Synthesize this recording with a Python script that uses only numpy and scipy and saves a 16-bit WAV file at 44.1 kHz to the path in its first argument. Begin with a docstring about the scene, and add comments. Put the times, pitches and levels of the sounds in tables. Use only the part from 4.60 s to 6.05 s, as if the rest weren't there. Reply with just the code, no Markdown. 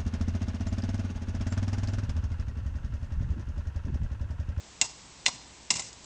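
"""Poking ash in a firebox

A metal rod is jabbed three times into a heap of ash and clinker in a small firebox.
Each jab cracks on hard clinker, rings briefly, then sinks into the ash with a soft thud and a crunch.
Crumbs tick as they settle; the box rings faintly, over a steady hiss and a low hum."""
import sys
import numpy as np
from scipy import signal
from scipy.fft import rfft, irfft
from scipy.io import wavfile

SR = 44100
rng = np.random.default_rng(int(sys.argv[2]) if len(sys.argv) > 2 else 0)


def wav_out(sig):
    """Save sig, one row per channel (or a flat mono array), as 16-bit PCM at SR to the path in sys.argv[1]."""
    wavfile.write(sys.argv[1], SR, np.round(np.clip(np.atleast_2d(sig).T, -1, 1) * 32767).astype(np.int16))


N = 63945
BAND_EDGE_HZ = 8600


def amp(db):
    return 10 ** (np.asarray(db) / 20)


def add(mix, start_s, sound):
    part = mix[max(round(start_s * SR), 0):][:len(sound)]
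    part += sound[:len(part)]


def colour(x, spectrum):
    """Filter x by (Hz, relative dB) points; band-limited, unit RMS."""
    points_hz, points_db = np.transpose(spectrum)
    hz = np.fft.rfftfreq(len(x), 1 / SR)
    gain = amp(np.interp(np.log(hz + 1), np.log(points_hz), points_db))
    shaped = irfft(rfft(x) * gain * (hz < 1.1 * BAND_EDGE_HZ), len(x))
    return shaped / np.sqrt(np.mean(shaped ** 2) + 1e-20)


def noise(spectrum, size):
    """Random-phase noise of the given spectrum, unit RMS."""
    white = irfft(np.exp(2j * np.pi * rng.random(size // 2 + 1)), size)
    return colour(white, spectrum)


def background():
    """Steady hiss and a wavering low hum."""
    # Each row: frequency in Hz, relative level in dB.
    hiss_spectrum = [(20, -15.5), (45, -10), (85, -9), (185, -10.5), (250, -12.5), (314, -13), (500, -17),
                     (781, -16), (980, -14.5), (1300, -20), (1750, -20), (2040, -19), (3200, -19.5),
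                     (5070, -18.5), (7000, -18), (8050, -17.5), (8500, -33.5)]
    hiss_db, hum_db, hum_hz = -51.5, -62.5, 61.5
    waver = noise([(1, 0), (3, 0), (8, -40), (60, -120)], N)
    hum = np.sqrt(2) * np.sin(2 * np.pi * hum_hz * np.arange(N) / SR) * (1 + .25 * waver)
    return amp(hiss_db) * noise(hiss_spectrum, N) + amp(hum_db) * hum


def firebox_echoes(x):
    """Dense echo tail from the box and the space in front of it."""
    # Each row: frequency in Hz, relative level in dB.
    echo_spectrum = [(100, -4.5), (500, -3.5), (1000, 1), (2000, -4.5), (2750, -4.5), (4000, 1),
                     (5200, 1.5), (8000, -6.5)]
    echo_db, rise_s, t60_s = -21.5, .002, .55
    t = np.arange(SR // 2) / SR
    tail = noise(echo_spectrum, len(t)) * np.minimum(t / rise_s, 1) ** 2 * amp(-60 * t / t60_s)
    return amp(echo_db) * signal.fftconvolve(x, tail / np.linalg.norm(tail))[:N]


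def crack(t, tilt_db_per_oct):
    """Brittle snap, scattered at once by the close walls."""
    # Each row: frequency in Hz, relative level in dB.
    snap_spectrum = [(100, -26), (500, -26), (980, -18), (1300, -24), (1770, -25), (2080, -5), (2400, -4),
                     (2550, -8), (2780, -3), (3050, -18), (3400, -2), (4200, -2), (4650, -6), (5150, 0),
                     (6300, -2), (6900, 2), (7800, -3), (8400, -7), (9000, -18)]
    pivot_hz, snap_t60_s, scatter_t60_s = 4500, .015, .048
    tilted = [(hz, db + tilt_db_per_oct * np.log2(np.clip(hz / pivot_hz, .5, 2)))
              for hz, db in snap_spectrum]
    snap = amp(-11 - 60 * t / snap_t60_s)
    scatter = amp(-20 - 60 * t / scatter_t60_s)
    return noise(tilted, len(t)) * np.hypot(snap, scatter)


def crumbs():
    """Small pieces tick as they drop onto the heap."""
    # Each row: start in seconds, gain in dB.
    landings = [(.006, -38), (.031, -37), (.813, -36), (1.3280, -26), (1.4430, -29)]
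    rise_s = .0015
    out, t = np.zeros(N), np.arange(SR // 10) / SR
    for start_s, gain_db in landings:
        add(out, start_s, amp(gain_db) * np.minimum(t / rise_s, 1) * crack(t, tilt_db_per_oct=3))
    return out


def ash_crunch():
    """Ash gives way under the rod: a shower of tiny fractures over a muffled scrape and a thud."""
    # Each row: start in seconds, length in seconds, grit, scrape and thud levels in dB.
    pushes = [(0.216, 0.0069, -41.5, -34, -44.5), (0.24, 0.02, -39, -48.5, -53.5),
              (0.293, 0.016, -51, -57.5, -62), (0.658, 0.0088, -28.5, -39.5, -59.5),
              (0.675, 0.015, -35.5, -37, -49), (0.725, 0.036, -49.5, -61, -52.5),
              (1.1037, 0.0074, -25, -34.5, -40), (1.121, 0.021, -41.5, -49.5, -46.5),
              (1.152, 0.019, -32.5, -47.5, -49), (1.179, .016, -41, -45.5, -54),
              (1.194, 0.0081, -34, -40.5, -56.5), (1.224, 0.065, -46.5, -63.5, -55.5)]
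    # Each row: frequency in Hz, relative level in dB.
    grit_spectrum = [(200, -25), (1700, -20), (2100, -4), (2500, -9), (2820, -1), (3060, -18), (3450, -7),
                     (4650, -5), (5100, -2), (6000, 0), (7100, -2), (7600, 1), (8400, -5), (9000, -16)]
    scrape_spectrum = [(80, -14), (250, -7), (450, -9.5), (750, 1), (1000, 4), (1300, -6), (1700, -9.5),
                       (3000, -8), (8000, -46)]
    thud_spectrum = [(30, -28.5), (70, -27), (110, 6), (230, -3), (350, -9), (700, -13.5), (3000, -70)]
    grains_per_s, grain_spread_db = 7000, 2.5
    rise_s, release_t60_s = .004, .06
    out, t = np.zeros(N), np.arange(SR // 5) / SR
    for start_s, length_s, grit_db, scrape_db, thud_db in pushes:
        chance, size, sign = rng.random((3, len(t)))
        grain_db = -grain_spread_db * np.log(np.maximum(size, .02))
        grains = (chance < grains_per_s / SR) * np.sign(sign - .5) * amp(grain_db)
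        grit = amp(grit_db) * colour(grains, grit_spectrum)
        scrape = amp(scrape_db) * noise(scrape_spectrum, len(t))
        thud = amp(thud_db) * noise(thud_spectrum, len(t))
        force = np.minimum(t / rise_s, 1) * amp(-60 * np.maximum(t - length_s, 0) / release_t60_s)
        add(out, start_s, force * (grit + scrape + thud))
    return out


def ring(t, modes_hz, modes_db, t60_s):
    """Decaying modes; each blow shares its energy among them a little differently."""
    jitter_db, phase = rng.standard_normal(len(modes_hz)), rng.random(len(modes_hz))
    t = t[:, None]
    envelopes = amp(modes_db + jitter_db - 60 * t / t60_s)
    return (envelopes * np.sin(2 * np.pi * (t * modes_hz + phase))).sum(1)


def rod_knocks():
    """Rod strikes clinker: a snap, a ring the ash soon damps, a faint after-ring of the iron."""
    # One group per jab. Each row: start in seconds, gain in dB, snap tilt in dB per octave,
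    # ring gain in dB, rise in seconds.
    jabs = [
        [(.2135, 1.5, 3, -3, 0.00052), (.2198, -12, -2, -3.5, 0.0005), (.2350, -23.5, 7.5, 1.5, .005)],
        [(.6580, -13, 4, -14, 0.00074), (.6627, 1, -7, -3, 0.00025), (.6815, -12.5, 2.5, -13, 0.0011)],
        [(1.1042, -0.5, 2, -0.5, 0.00076), (1.1372, -14.5, -3, 4.5, 0.0038), (1.1938, -12.5, 3, 1.5, 0.002),
         (1.2200, -27, -9, 8.5, 0.00205)],
    ]
    # Modes of rod and clinker.
    modes_hz = [2035, 2105, 2742, 2890, 3565, 3790, 4086, 5090, 5390, 5660, 6050, 6228, 6495, 6730, 6875,
                7113, 7632]
    # Each row: relative level in dB of every mode, set by one jab's point of contact.
    modes_db_by_jab = [
        [-24, -6, 0, -20, -24, -13.5, -29, 0, -16.5, -9, -17.5, -12.5, -6, 3.5, 1.5, -18, 2.5],
        [-2.5, -5.5, 2, -17, 1, -10, 0, 2, -18, -11.5, -9.5, -16, -11, -18.5, -24, -17, -2],
        [-11.5, -6, -4.5, -8, -11, -10.5, -10, -9, -15, -23, -19, -4.5, -16, -9, -3.5, 1, 0],
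    ]
    # Long-ringing modes of the iron.
    iron_hz = [975, 2745, 3575, 4395, 5065, 5850, 6790, 7740]
    iron_db = [-52, -62, -60, -55, -44, -55, -48, -52]
    out, t = np.zeros(N), np.arange(SR // 2) / SR
    for jab, modes_db in zip(jabs, modes_db_by_jab):
        for start_s, gain_db, tilt_db_per_oct, ring_db, rise_s in jab:
            damped_ring = amp(ring_db - 20) * ring(t, modes_hz, modes_db, t60_s=.047)
            after_ring = ring(t, iron_hz, iron_db, t60_s=.4)
            knock = crack(t, tilt_db_per_oct) + damped_ring + after_ring
            add(out, start_s, amp(gain_db) * np.minimum(t / rise_s, 1) * knock)
    return out


def scene():
    poking = rod_knocks() + crumbs() + ash_crunch()
    return (poking + firebox_echoes(poking) + background())[None]


def record(dry):
    """Low-pass at the band edge."""
    lowpass = signal.firwin(141, BAND_EDGE_HZ, window=("kaiser", 6), fs=SR)
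    return signal.oaconvolve(dry, lowpass[None], "same")


dry = scene()
out = record(dry)
wav_out(out)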